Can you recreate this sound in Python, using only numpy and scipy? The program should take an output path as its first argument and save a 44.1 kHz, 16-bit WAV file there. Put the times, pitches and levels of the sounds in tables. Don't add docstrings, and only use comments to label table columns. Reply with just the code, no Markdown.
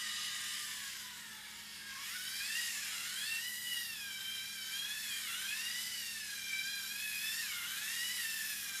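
import sys
import numpy as np
from scipy import signal
from scipy.fft import rfft, irfft
from scipy.io import wavfile
from scipy.ndimage import uniform_filter1d

SR = 44100
rng = np.random.default_rng(int(sys.argv[2]) if len(sys.argv) > 2 else 0)


def dump(signal):
    limited = np.clip(np.atleast_2d(signal).T, -1, 1)
    pcm = np.round(limited * 32767).astype(np.int16)
    wavfile.write(sys.argv[1], SR, pcm)


N = 388080
TIME = np.arange(N) / SR

# (time [s], tooth rate [Hz])
LEAD_SPEED = [(0.0, 975), (0.6, 981.0), (0.75, 895), (1.0, 762), (1.13, 668.0), (1.32, 581), (1.95, 537),
              (2.05, 566), (2.15, 728), (2.4, 797), (2.59, 953), (2.68, 945), (3.0, 673.3), (3.17, 777.5),
              (3.28, 901), (3.37, 900.0), (3.45, 979), (3.72, 975.5), (3.86, 942.0), (4.02, 821.0),
              (4.13, 777.6), (4.55, 790.7), (4.65, 758.5), (4.8, 813.4), (5.0, 877), (5.23, 764.5),
              (5.3, 679), (5.64, 939.6), (5.83, 999), (5.95, 985), (6.39, 791.3), (6.55, 772.4),
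              (6.72, 813), (6.85, 778.5), (7.03, 860), (7.16, 831), (7.4, 919), (7.52, 732.5), (7.62, 692),
              (7.92, 925.0), (8.15, 1000), (8.25, 902), (8.48, 867), (8.8, 771)]
# (time [s], level [dB])
LEAD_WHINE = [(0.0, -52), (0.6, -61), (1.05, -75), (1.75, -64), (2.15, -55.5), (2.65, -47.5), (2.95, -57.5),
              (3.28, -46.5), (3.52, -50.5), (4.6, -52), (5.7, -50), (6.25, -51.5), (6.6, -47), (7.35, -51),
              (7.55, -52), (8.0, -48), (8.8, -56.5)]
# (frequency [Hz], gain [dB])
WHINE_COLOUR = [(1000.0, -7.5), (1500.0, -2.5), (1850.0, 1), (2100.0, -0.5), (2400.0, -0.5), (2900.0, 2.5),
                (3200.0, -3.5), (3600.0, -5), (3920.0, -4), (4400.0, -9), (4800.0, -4.5), (5450, -3.5),
                (6200, -8), (7000, -9.5), (9000, -20)]
HARMONIC_FLARES = {2: [(.8, .25, 8.5), (1.97, 0.092, 12.5), (2.17, .07, 9), (3.13, .1, 6), (3.78, .12, 9.5),
                   (4.97, 0.079, 7.5), (7.1, .4, -4), (7.39, 0.11, 7.5), (8.05, .32, 6), (8.46, .3, 9.5),
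                   (8.76, .08, 10)], 3: [(.21, .32, 3.5), (1.22, 0.29, 15), (1.86, .25, 6), (2.28, .16, -6),
                   (2.55, .25, 3), (3.17, .15, -11), (3.72, .12, 9), (5.53, .06, 6), (6.52, .2, 7),
                   (7.19, .23, 7), (7.5, 0.071, 7)], 4: [(.15, .25, 5), (2.32, .3, -1), (3.2, .16, 4.5),
                   (3.58, 0.24, -14), (4.3, .24, 8.5), (4.82, .24, 13.5), (5.14, .14, 12), (5.48, 0.12, 8),
                   (6.1, 0.44, -25), (7.29, .12, 12.5)], 5: [(1.6, 0.72, -13), (2.08, 0.097, 6),
                   (3.28, .11, 7), (3.58, 0.28, -14), (4.01, .14, -18), (4.4, .13, 8.5), (5.77, .22, 3),
                   (6.65, 0.22, 4.5)]}
# (multiple of the tooth rate [times], relative level [dB])
WEAK_TONES = [(1.0, -67), (1.7, -59), (2.3, -62), (3.8, -80), (5.171, -58), (9.25, -53)]
# (frequency [Hz], gain [dB])
RADIATION = [(600, -37), (850, -11.5), (1200, -12.5), (1450, -8.5), (1800, -5.5), (2400, -18.5),
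             (3000, -7.5), (4200, -10), (7300, -25.5), (9000, -9)]
# (time of the peak [s], tooth rate [Hz], rise [s], fall [s], level before the housing [dB])
SURGES = [(.2, 558.3, 1.6, 1.53, -53.5), (2.08, 565, .25, 1.74, -63.5), (2.98, 690, .42, .24, -49),
          (5.3, 698, .21, .32, -48), (7.56, 695, .14, .5, -48), (8.8, 603.4, 1.1, 0.72, -60)]
# (time [s], tooth rate [Hz], level before the housing [dB])
THIRD_MOTOR = [(0, 616, -48), (.6, 608, -47.5), (1.0, 515.3, -55), (1.4, 425.7, -57), (2.2, 400, -85)]
# (time [s], upper-middle level [dB], treble level [dB])
RATTLE_LEVELS = [(0.0, -48.5, -56), (0.12, -47, -60), (0.73, -48, -54.5), (1.27, -57, -61),
                 (1.86, -56.5, -62), (2.13, -50, -54), (2.62, -45, -51.5), (3.01, -48.5, -54),
                 (3.36, -48, -50.5), (3.58, -52, -49), (3.7, -49, -48.5), (4.07, -55, -55.5),
                 (4.31, -52, -52.5), (4.48, -54, -55), (4.88, -50, -54.5), (4.97, -49, -50.5),
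                 (5.51, -46.5, -52), (6.57, -53, -55), (7.08, -50, -49), (7.38, -46.5, -49),
                 (7.6, -48.5, -52.5), (7.89, -46, -50), (8.6, -48.5, -46), (8.8, -46.5, -52.5)]
RATTLE_BAND_HZ = [1700, 3920, 8400, 13100]
# (frequency [Hz], gain [dB])
RATTLE_COLOUR = [(290, -58), (500, -24.5), (637, -25), (1170, -12.5), (1830, -0.5), (2430, -3), (3270, 1.5),
                 (3610, 1), (3940, -0.5), (4350, -1.5), (4800, 1), (6570, -3.5), (12100, -3), (14200, -8.5),
                 (15000, -13)]
# (frequency [Hz], width [Hz], lift [dB])
HOUSING = [(1720, 180, 0.5), (3000, 160, 1), (3920, 320, 3.5), (5140, 420, 2), (5430, 300, 2.5),
           (7090, 840, 3), (8200, 220, 0.5)]
# (frequency [Hz], relative level [dB])
ROOM_TONE = [(15, -41), (25, -37), (49, -8), (113, -9.5), (140, -5.5), (182, -4.5), (211, -4), (254, -9),
             (399, -9.5), (448, -13.5), (541, -12.5), (634, -18), (800, -14.5), (1040, -11), (1760, -120)]
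# (frequency [Hz], relative level [dB])
HUM = [(58, -80.5), (90, -78.5), (120, -75.5), (172, -78), (213, -69)]

FADE_DB, FADE_HZ = 1.6, 3.3
HIGH_DB = -1
CRAWL_HZ, CRAWL_DB = 396.3, -69
RATTLE_USUAL_DB, TREBLE_USUAL_DB = -52, -54.5
CRUISE_HZ, DULL_DB_PER_OCTAVE = 843, 5
LOW_LIFT_DB, MIDDLE_LIFT_DB = 3, -2.3
LOW_SHARE, MIDDLE_SHARE, TILT_SHARE = 0.88, 0.72, 0.31
SOLO_THIN_DB = 3
ROOM_TONE_DB = -69.5
EDGE_HZ = 15300


def gain_of(db):
    return 10 ** (np.asarray(db) / 20)


def evened(x):
    return x / np.sqrt(np.mean(x ** 2) + 1e-20)


def curves(rows):
    times, *columns = np.transpose(rows)
    return [np.interp(TIME, times, column) for column in columns]


def read(points, hz):
    frequencies, values = np.transpose(points)
    return np.interp(np.log(hz + 1), np.log(frequencies + 1), values)


def coloured(x, db_at):
    hz = np.fft.rfftfreq(N, 1 / SR)
    return irfft(rfft(x) * gain_of(db_at(hz)), N)


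def wander(rate_hz):
    count = N // 32
    hz = np.fft.rfftfreq(count, N / SR / count)
    spectrum = rfft(rng.standard_normal(count)) / (1 + (hz / rate_hz) ** 2)
    slow = evened(irfft(spectrum, count))
    return np.interp(TIME, np.linspace(0, N / SR, count), slow)


def tooth_phase(hz, wobble, wobble_hz):
    wobbling_hz = hz * (1 + wobble * wander(wobble_hz))
    return 2 * np.pi * np.cumsum(wobbling_hz) / SR


def gear_tone(phase, rough, rough_hz):
    turn = phase + rng.uniform(0, 2 * np.pi)
    in_step = (1 + rough * wander(rough_hz)) * np.cos(turn)
    out_of_step = rough * wander(rough_hz) * np.sin(turn)
    return evened(in_step + out_of_step)


def whine_db(k, hz):
    level_db, = curves(LEAD_WHINE)
    flares_db = sum(db * np.exp(-(2 * (TIME - middle) / length) ** 2)
                    for middle, length, db in HARMONIC_FLARES.get(k, []))
    return level_db + read(WHINE_COLOUR, k * hz) + flares_db + FADE_DB * wander(FADE_HZ)


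def lead_motor(phase, hz, effort_db, solo):
    grip = gain_of(0.34 * wander(38))
    rough = 0.75 - 0.26 * solo
    whine = sum(gain_of(whine_db(k, hz)) * gear_tone(k * phase, rough, rough_hz=51.0)
                for k in range(2, 6))
    high = sum(gain_of(whine_db(k, hz)) * gear_tone(k * phase, rough=0.43, rough_hz=40)
               for k in range(6, 11))
    faint = sum(gain_of(db + read(RADIATION, k * hz) + 2.6 * wander(2.7))
                * gear_tone(k * phase, rough=0.82, rough_hz=31.4) for k, db in WEAK_TONES)
    strong = grip * (whine + gain_of(HIGH_DB) * solo * high)
    return strong + gain_of(-3.5 + 0.7 * effort_db) * faint


def surging():
    nearness = np.array([np.exp(-np.maximum((peak - TIME) / rise, (TIME - peak) / fall))
                         for peak, _, rise, fall, _ in SURGES])
    _, top_hz, _, _, top_db = np.transpose(SURGES)[:, :, None]
    hz = CRAWL_HZ + np.max(nearness * (top_hz - CRAWL_HZ), axis=0)
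    level_db = CRAWL_DB + np.max(nearness * (top_db - CRAWL_DB), axis=0)
    return hz, level_db


def slower_motor(hz, level_db):
    phase = tooth_phase(hz, wobble=0.00585, wobble_hz=16.8)
    return sum(gain_of(level_db + read(RADIATION, k * hz)) * gear_tone(k * phase, rough=0.82, rough_hz=41.7)
               for k in (2, 3, 4, 5, 6, 8, 12))


def rattle_db(tooth_hz, solo):
    level_db, treble_db = curves(RATTLE_LEVELS)
    level_db = level_db - RATTLE_USUAL_DB
    treble_db = treble_db - TREBLE_USUAL_DB
    dull_db = DULL_DB_PER_OCTAVE * np.log2(CRUISE_HZ / tooth_hz)
    low_db = LOW_LIFT_DB + LOW_SHARE * level_db + dull_db - SOLO_THIN_DB * solo
    middle_db = MIDDLE_LIFT_DB + MIDDLE_SHARE * level_db - TILT_SHARE * (treble_db - level_db)
    return [low_db, middle_db, level_db, treble_db]


def housing_db(hz):
    lifts_db = sum(db / (1 + (2 * (hz - middle) / width) ** 2) for middle, width, db in HOUSING)
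    return read(RATTLE_COLOUR, hz) + lifts_db


def dispersed(x, ring_s=0.003988):
    hz = np.fft.rfftfreq(N, 1 / SR)
    delay_s = np.interp(hz, np.linspace(0, SR / 2, num=120), ring_s * rng.random(size=120))
    turn = 2 * np.pi * np.cumsum(delay_s) * SR / N
    return irfft(rfft(x) * np.exp(-1j * turn), N)


def patchy(x, depth_db=1.85, count=40):
    _, _, spectrum = signal.stft(x, SR, nperseg=512)
    patches = uniform_filter1d(rng.standard_normal(spectrum.shape), size=4, axis=0)
    patches = uniform_filter1d(patches, size=count, axis=1)
    _, moving = signal.istft(spectrum * gain_of(depth_db * evened(patches)), SR, nperseg=512)
    return moving[:N]


def rattle_band(noise, weights):
    points = list(zip(RATTLE_BAND_HZ, weights))
    return coloured(noise, lambda hz: 20 * np.log10(read(points, hz) + 1e-9))


def rattle(phase, tooth_hz, solo, bite=0.27, tick_share=0.38, ticks_per_s=700, flutter_db=0.37):
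    blur_hz = 8500
    harmonics = (gear_tone(k * phase, rough=3.5, rough_hz=45 + 7 * k) / (1 + (k * tooth_hz / blur_hz) ** 4)
                 for k in range(4, 13))
    buzz = 0.7 * evened(sum(harmonics))
    scrape = rng.standard_normal(N) * np.exp(bite * np.cos(phase))
    ticks = (rng.random(N) < ticks_per_s / SR) * rng.standard_normal(N)
    drive = evened(scrape) + solo * buzz + tick_share * evened(ticks)
    noise = evened(patchy(coloured(dispersed(drive), housing_db)))
    bands = [rattle_band(noise, weights) for weights in np.eye(len(RATTLE_BAND_HZ))]
    shaped = sum(gain_of(db + 0.83 * wander(25)) * band
                 for db, band in zip(rattle_db(tooth_hz, solo), bands))
    return gain_of(-45.5 + flutter_db * wander(30)) * shaped


def room(x, wet_db=-7, t60=0.34, drift_hz=1.0915, count=3):
    t = TIME[:SR // 2]
    wet = np.zeros(N)
    for k in range(count):
        sparse = (rng.random(len(t)) < 0.05) * (t > 0.003)
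        tail = rng.standard_normal(len(t)) * sparse * gain_of(-60 * t / t60)
        share = np.sqrt(2 / count) * np.cos(np.pi * (drift_hz * TIME + k / count))
        wet += signal.fftconvolve(x * share, tail / np.linalg.norm(tail))[:N]
    return (x + gain_of(wet_db) * wet) / np.hypot(1, gain_of(wet_db))


def room_tone():
    air = coloured(rng.standard_normal(N), lambda hz: read(ROOM_TONE, hz))
    hum = sum(gain_of(db) * gear_tone(2 * np.pi * hz * TIME, rough=0.083, rough_hz=4.3) for hz, db in HUM)
    return gain_of(ROOM_TONE_DB) * evened(air) + gain_of(-1.5) * hum


def scene():
    lead_hz, = curves(LEAD_SPEED)
    lead_phase = tooth_phase(lead_hz, wobble=0.0055, wobble_hz=19)
    second_hz, second_db = surging()
    third_hz, third_db = curves(THIRD_MOTOR)
    solo = 1 / np.hypot(1, gain_of(np.maximum(second_db, third_db) + 72))
    effort_db = np.mean(rattle_db(lead_hz, solo), axis=0)
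    robot = lead_motor(lead_phase, lead_hz, effort_db, solo)
    robot += slower_motor(second_hz, second_db)
    robot += slower_motor(third_hz, third_db)
    robot += rattle(lead_phase, lead_hz, solo)
    return np.tile(room(robot) + room_tone(), (2, 1))


def record(dry):
    lowpass = signal.firwin(1023, EDGE_HZ, window=("kaiser", 9), fs=SR)
    return signal.oaconvolve(dry, lowpass[None], "same")


dry = scene()
out = record(dry)
dump(out)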